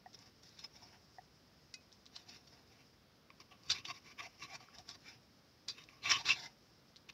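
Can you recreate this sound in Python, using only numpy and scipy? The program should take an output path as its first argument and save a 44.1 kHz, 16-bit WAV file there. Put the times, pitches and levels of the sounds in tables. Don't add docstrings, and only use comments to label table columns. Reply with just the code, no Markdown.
import sys
import numpy as np
from scipy import signal
from scipy.fft import rfft, irfft
from scipy.io import wavfile
from scipy.ndimage import uniform_filter1d

SR = 44100
rng = np.random.default_rng(int(sys.argv[2]) if len(sys.argv) > 2 else 0)


def file_out(sig):
    cols = np.atleast_2d(sig).T
    lim = np.clip(cols, -1, 1)
    pcm = np.round(lim * 32767).astype(np.int16)
    wavfile.write(sys.argv[1], SR, pcm)


N = 314433

# (full force at [s], rise [s], hold [s], release [s], blade drive [dB],
# then above the blade drive: edge [dB], block low modes [dB], block high modes [dB];
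# modes favoured by the contact point: blade [Hz], edge [Hz])
SAW_STROKES = [ (0.142, 0.035, .002, 0.025, -77.5, 23, -7, -6, 2500, 5550),
               (0.179, 0.033, .1, 0.051, -74.5, 12, 8, 4, 2400, 5350),
               (0.432, .025, 0.14, .03, -79.5, 19, 8, -5, 2500, 5120),
               (0.591, 0.045, 0.023, .05, -66.5, 13, 0, -7, 2620, 5450),
               (0.641, 0.031, .002, 0.03, -59, 8, 1.5, -5, 2540, 5450),
               (0.774, 0.1, .18, .06, -71, 12, 8.5, -3, 2300, 5330),
               (2.161, 0.058, .002, 0.079, -61.5, 10, 2, -12, 2970, 4500),
               (2.303, 0.078, 0.036, .12, -65, 11.5, 1, -5, 2600, 5000),
               (2.476, .03, .002, .04, -79, 21, -3, -5, 2480, 5150),
               (2.53, 0.055, 0.085, .08, -77, 13, 9, 3, 2480, 5130),
               (2.715, 0.028, 0.1, 0.11, -70.5, 3, 0, -4, 2320, 4860),
               (3.401, 0.011, 0.02, 0.019, -63, 2.5, -6, 5, 2470, 4800),
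               (3.513, .02, 0.034, 0.2, -70, -18, 0, 3.5, 2540, 4920),
               (3.663, 0.051, .015, .02, -72.5, 12, -2, 5, 2500, 5400),
               (3.701, 0.015, 0.017, 0.026, -43.5, 12.5, -36, -40, 3030, 4350),
               (3.744, 0.044, 0.026, 0.057, -47, 1.5, -10.5, -4, 2400, 4900),
               (3.852, 0.0062, .002, 0.023, -45, 2.5, -32, -34, 3020, 3900),
               (3.909, 0.05, .002, 0.016, -44, -3.5, -11, -0.5, 2400, 4730),
               (3.944, 0.02, .036, 0.031, -61, 5, -4, 0.5, 2370, 5000),
               (4.052, 0.028, 0.065, 0.033, -57, 2, -8, -1, 2340, 5000),
               (4.19, 0.016, 0.011, 0.039, -44, -7.5, -7.5, -1, 2320, 3970),
               (4.229, .02, 0.035, 0.022, -52, 0.5, -0.5, -5, 2200, 5400),
               (4.302, 0.024, 0.041, .03, -71, 3, -18, -11, 2270, 4880),
               (4.426, 0.018, .002, 0.043, -44, -5, -22, -4, 2330, 5000),
               (4.552, 0.2, .002, 0.029, -50.5, -1.5, -3, -3.5, 2320, 5420),
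               (4.606, 0.017, .002, 0.24, -59, 0, 0.5, 2.5, 2390, 5100),
               (4.747, 0.018, 0.044, .04, -70, 14, 8.5, 2, 3040, 4920),
               (4.893, 0.036, .002, 0.042, -67, 20.5, 9, 4, 2440, 4760),
               (4.908, .02, 0.043, 0.02, -68, 10.5, 5.5, 4, 2450, 4300),
               (5.065, 0.06, 0.059, 0.074, -59, 6.5, 1, -13, 2370, 5050),
               (5.684, 0.007, .002, 0.053, -51, 13, -21, -6, 2460, 4600),
               (5.801, 0.074, .002, 0.061, -53, -2, -11, -6, 2540, 3850),
               (5.887, .01, 0.1, .03, -69, 4.5, 0, 3, 2260, 4900),
               (6.055, 0.031, 0.022, 0.03, -36, -4, -11.5, -6, 2440, 3880),
               (6.098, 0.014, 0.02, 0.018, -31, 1.5, -17, -12, 2370, 5800),
               (6.13, 0.033, 0.017, 0.045, -27.5, -1, -42, -1, 2840, 3900),
               (6.211, 0.067, .002, 0.042, -55, 9, 10, -3, 2200, 4560),
               (6.256, .008, .012, 0.033, -49.5, 5, -10, -9, 2570, 4430),
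               (6.29, 0.035, 0.0023, 0.046, -34.5, 4.5, -13, -4, 2600, 4460),
               (6.314, 0.044, 0.0024, 0.024, -27, -4, -38, -17, 2640, 4370),
               (6.364, 0.098, 0.033, .06, -59, 9.5, 7, -12, 2080, 3920),
               (6.437, 0.098, 0.012, 0.1, -56.5, 8.5, 3.5, -11, 1990, 5100),
               (7.09, 0.0045, 0.011, .008, -52.5, 3.5, -21, -15, 2540, 4240), ]
# (time [s], level [dB], centre [Hz], block high-mode jolt above level [dB])
CRUST_SNAPS = [(0.1316, -50, 5600, -32), (0.19, -47, 5400, -20), (0.4339, -47, 5170, -31),
               (0.4918, -50, 5540, -16), (0.592, -39.5, 5070, -29), (0.643, -59, 5500, -28),
               (1.919, -53, 3720, -25), (1.927, -46.5, 5150, -34), (2.057, -50.5, 5270, -5),
               (2.064, -42, 4260, -27), (2.1634, -33, 4280, -16), (2.291, -44, 4200, -25),
               (2.3688, -52, 5070, -10), (3.3033, -49, 2420, 3.5), (3.6351, -50, 4900, -9),
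               (3.6875, -44, 5800, -30), (3.702, -24, 4320, -27), (3.7185, -23, 4570, -26),
               (3.8525, -39, 3000, -27), (3.9014, -36.5, 2530, -1), (4.2064, -35.5, 2360, -25),
               (4.397, -51, 5270, -30), (4.4379, -41.5, 5160, -29), (4.559, -43.5, 5500, -9),
               (4.6049, -54.5, 1170, -19), (4.686, -52.5, 1360, -18), (4.785, -40.5, 5230, -35),
               (4.891, -33, 4900, -36), (5.685, -30, 5400, -40), (5.8074, -53, 2920, -19),
               (5.839, -48, 5200, -25), (5.8885, -47, 2400, -16), (6.2582, -50, 5270, -23),
               (6.2696, -56, 2540, -16), (6.9602, -44, 4000, -23), (6.9665, -43.5, 4500, -31),
               (7.0985, -43.5, 2620, -26)]
# (time [s], level [dB])
BLOCK_KNOCKS = [(0.06, -45), (1.184, -43.5)]
# (frequency [Hz], relative level [dB], t60 [s])
FREE_BLADE_MODES = [(1480, -16, .08), (2056, -6, .08), (2525, -6, .16), (2875, -12, .07), (3900, -7, .09),
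                    (4240, -6, .05), (5000, -2, .05), (5340, 0, .05), (5780, -1, .05), (6940, -7, .04),
                    (10790, 0, .045)]
# (frequency [Hz], relative level [dB], t60 before the fade [s])
KNOCKED_BLOCK_MODES = [(754, 7, 0.19), (850, -2, 0.089), (1790, -6, .07), (1887, 1.5, 0.055)]
# (frequency [Hz], width [Hz], relative level [dB])
BLADE_MODES = [(1740, 380, -10), (2100, 120, -6), (2356, 220, -1.5), (2590, 110, -7.5), (2697, 220, 4.5),
               (2988, 210, 5), (3050, 300, 3.5)]
# (frequency [Hz], width [Hz], relative level [dB])
EDGE_MODES = [(3535, 110, -12), (3380, 150, -7), (3770, 300, 12.5), (4200, 97, -14), (4140, 370, 13.5),
              (5000, 290, -27), (4680, 470, 15.5), (5270, 460, -19), (5143, 140, 13), (5414, 250, 12),
              (5700, 27, -10), (5800, 140, -16.5), (6580, 540, 3.5)]
# (frequency [Hz], width [Hz], relative level [dB])
BLOCK_LOW_MODES = [(739, 128, -5.5), (897, 175, -7), (1830, 1270, -6.5)]
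# (frequency [Hz], width [Hz], relative level [dB])
BLOCK_HIGH_MODES = [(1011, 40, 4), (1116.5, 126, 17), (2246, 300, 4)]
# (frequency [Hz], relative density [dB per Hz])
RASP_SPECTRUM = [(120, -52), (200, -38.5), (589, -12), (1130, -4), (1390, -0.5), (2660, -3), (3260, -2),
                 (5840, -11), (12000, -67), (15600, -83), (22000, -120)]
# (frequency [Hz], relative density [dB per Hz])
AIR_SPECTRUM = [(12, -49), (20, -22), (26, -33), (55, -2.5), (93, -2), (122, -1), (253, -3), (406, -9),
                (454, -8), (887, -14), (1240, -14), (2630, -19), (5000, -18), (7590, -37), (15700, -31)]
FORCE_FOLLOW = [1.008, 0.99, 0.85, 0.85]
# (blade [dB/s], edge [dB/s], block low [dB/s], block high [dB/s])
HOLD_SLOPES = [10, -49, -5, -5]
# (time [s], level [dB])
TONG_CLINKS = [(1.7398, -36.5), (5.684, -38)]

AIR_DB, HISS_BAND_DB = -67.5, -74
BAND_LIMIT_HZ = 15750
RAMP_DB = 25


def gain_of(db):
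    return 10 ** (np.asarray(db) / 20)


def evened(x):
    return x / np.sqrt(np.mean(x ** 2) + 1e-20)


def coloured(x, spectrum):
    point_hz, point_db = np.transpose(spectrum)
    hz = np.fft.rfftfreq(len(x), 1 / SR)
    shape_db = np.interp(np.log(hz + 1), np.log(point_hz + 1), point_db)
    return irfft(rfft(x) * evened(gain_of(shape_db)), len(x))


def resonate(x, hz, width_hz):
    widths_hz = (width_hz, min(2.6 * width_hz, hz))
    stages = [np.concatenate(signal.iirpeak(hz, hz / w, SR)) for w in widths_hz]
    return signal.sosfilt(stages, x) / np.sqrt(np.pi * width_hz / SR)


def drift(rate_hz):
    steps_per_s = 60
    steps = rng.standard_normal(round(N / SR * steps_per_s) + 2)
    steps = evened(uniform_filter1d(steps, max(1, round(steps_per_s / rate_hz))))
    return np.interp(np.arange(N), np.linspace(0, N, len(steps)), steps)


def add(mix, start_s, sound):
    part = mix[round(start_s * SR):][:len(sound)]
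    part += sound[:len(part)]


def ring(modes, rise_s):
    t = np.arange(SR // 4) / SR
    hz, level_db, t60_s = np.transpose(modes)[:, :, None]
    sines = gain_of(level_db - 60 * t / t60_s) * np.sin(2 * np.pi * hz * t)
    sound = sines.sum(0) * (1 - np.exp(-t / rise_s))
    return sound / abs(sound).max()


def background():
    air_gain = gain_of(AIR_DB + 0.13 * drift(3.))
    air = air_gain * coloured(rng.standard_normal(N), AIR_SPECTRUM)
    waver_db = 1.2 * drift(3.) + 1.8 * drift(30.)
    hiss_band = resonate(rng.standard_normal(N), 5180, 760)
    return air + gain_of(HISS_BAND_DB + waver_db) * hiss_band


def knocks():
    out, t = np.zeros(N), np.arange(1400) / SR
    for time_s, level_db in BLOCK_KNOCKS:
        fade = np.exp(-(t / 0.012) ** 4)
        add(out, time_s, gain_of(level_db) * ring(KNOCKED_BLOCK_MODES, .001)[:len(t)] * fade)
    return out


def stroke_force():
    force, contact = np.zeros((4, N)), np.zeros((2, N))
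    for full_s, rise_s, hold_s, release_s, blade_db, *above_db, blade_hz, edge_hz in SAW_STROKES:
        rise_s, hold_s, release_s = max(rise_s, .003), max(hold_s, 0), max(release_s, .003)
        t = np.arange(-2 * rise_s, hold_s + 2 * release_s, 1 / SR)
        start_s = full_s + t[0]
        held_s = np.clip(t, 0, hold_s)
        ramp_db = RAMP_DB * np.minimum(np.minimum(t / rise_s, (hold_s - t) / release_s), 0)
        for line, db, follow, slope in zip(force, [0, *above_db], FORCE_FOLLOW, HOLD_SLOPES):
            add(line, start_s, gain_of(blade_db + db + follow * ramp_db + slope * held_s))
        weight = gain_of(blade_db + ramp_db + HOLD_SLOPES[0] * held_s)
        for line, hz in zip(contact, (blade_hz, edge_hz)):
            add(line, start_s, hz * weight)
    rest = gain_of(-120)
    favoured_hz = (contact + rest * np.array([[2450], [5000]])) / (force[0] + rest)
    return force, favoured_hz


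def slips(per_s, spread_db):
    size = gain_of(spread_db * np.minimum(rng.exponential(1, N), 4))
    sign = rng.choice([-1., 1.], N)
    return evened(size * sign * (rng.random(N) < per_s / SR))


def shaken(drive, modes, wander_db, favoured_hz=None, fall_db_per_octave=0):
    levels = []
    for hz, _, level_db in modes:
        octaves = np.minimum(abs(np.log2(hz / favoured_hz)), .45) if fall_db_per_octave else 0
        levels.append(gain_of(level_db - fall_db_per_octave * octaves))
    drive = drive / np.sqrt(sum(level ** 2 for level in levels))
    return sum(resonate(drive * level * gain_of(wander_db * drift(25.)), hz, width_hz)
               for (hz, width_hz, _), level in zip(modes, levels))


def sawing(snap_jolts):
    force, (blade_hz, edge_hz) = stroke_force()
    force = uniform_filter1d(force, 90, axis=1)
    jolts = gain_of(3.3 * drift(60.)) * slips(6000, 2.9)
    blade, edge, low, high = force * jolts
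    edge_jolts, block_jolts = snap_jolts

    buried = 1 / (1 + (force[0] / gain_of(-66)) ** 2)
    free_blade = blade * np.sqrt(1 - buried)
    ringing = gain_of(-4.0) * shaken(free_blade, BLADE_MODES, 3.5, blade_hz, 61.0)
    ringing += gain_of(-2.0) * resonate(blade * np.sqrt(buried), 2840, 910)
    ringing += gain_of(-0.5) * shaken(edge + edge_jolts, EDGE_MODES, 3.5, edge_hz, 18)
    ringing += gain_of(-6.0) * shaken(low, BLOCK_LOW_MODES, 3.5)
    ringing += gain_of(-7.5) * shaken(high + block_jolts, BLOCK_HIGH_MODES, 0.78)

    edge_and_blade_force = force[0] + force[1]
    load = abs(uniform_filter1d(edge_and_blade_force, 1500)) ** 0.5 * jolts
    push = gain_of(-43.5) * resonate(load, 134, 150) + gain_of(-43) * resonate(load, 277, 390)
    splinters = abs(uniform_filter1d(edge_and_blade_force, 200)) ** 0.59 * jolts
    fizz = gain_of(-49.5) * resonate(splinters, 11500, 7000)
    rasp = gain_of(-14.5) * coloured(edge + blade, RASP_SPECTRUM)
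    return ringing, rasp + push + fizz


def crust():
    out, jolts, t = np.zeros(N), np.zeros((2, N)), np.arange(1200) / SR
    crack_cycles, lead_s = 1.2, .008
    for time_s, level_db, hz, block_db in CRUST_SNAPS:
        crack = np.sin(2 * np.pi * hz * t) * t * np.exp(-t * hz / crack_cycles)
        add(out, time_s, gain_of(level_db) * crack / crack.max())
        swell = np.where(t < lead_s, np.exp((t - lead_s) / 0.00098), np.exp((lead_s - t) / 0.0084))
        splinters = resonate(rng.standard_normal(len(t)), hz, 0.38 * hz) * swell
        add(out, time_s - lead_s, gain_of(level_db - 14.5) * splinters)
        add(jolts[0], time_s, gain_of([level_db + 9.0]))
        add(jolts[1], time_s, gain_of([level_db + block_db + 18.5]))
    return out, jolts


def clinks():
    out, t = np.zeros(N), np.arange(1400) / SR
    for time_s, level_db in TONG_CLINKS:
        add(out, time_s, gain_of(level_db) * ring(FREE_BLADE_MODES, 0.00017))
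        rattle = resonate(rng.standard_normal(len(t)), 5140, 1200) * np.exp(-t / 0.0072)
        add(out, time_s, gain_of(level_db - 5) * rattle)
    return out


def nearby_reflections(near):
    t = np.arange(SR // 4) / SR
    tail = rng.standard_normal(len(t)) * gain_of(-60 * t / 0.11) * (t > .003)
    return gain_of(-14) * signal.oaconvolve(near, tail / np.linalg.norm(tail))[:N]


def scene():
    air = background()
    snaps, snap_jolts = crust()
    ringing, rasp = sawing(snap_jolts)
    bright = ringing + snaps + knocks() + clinks()
    dulled = signal.sosfilt(signal.butter(6, 7000, fs=SR, output="sos"), bright)
    near = dulled + gain_of(-17.5) * bright + rasp
    mono = near + nearby_reflections(near) + air
    return np.array([mono, mono])


def record(dry):
    lowpass = signal.firwin(511, BAND_LIMIT_HZ, window=("kaiser", 9), fs=SR)
    return signal.oaconvolve(dry, lowpass[None], "same")


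dry = scene()
out = record(dry)
file_out(out)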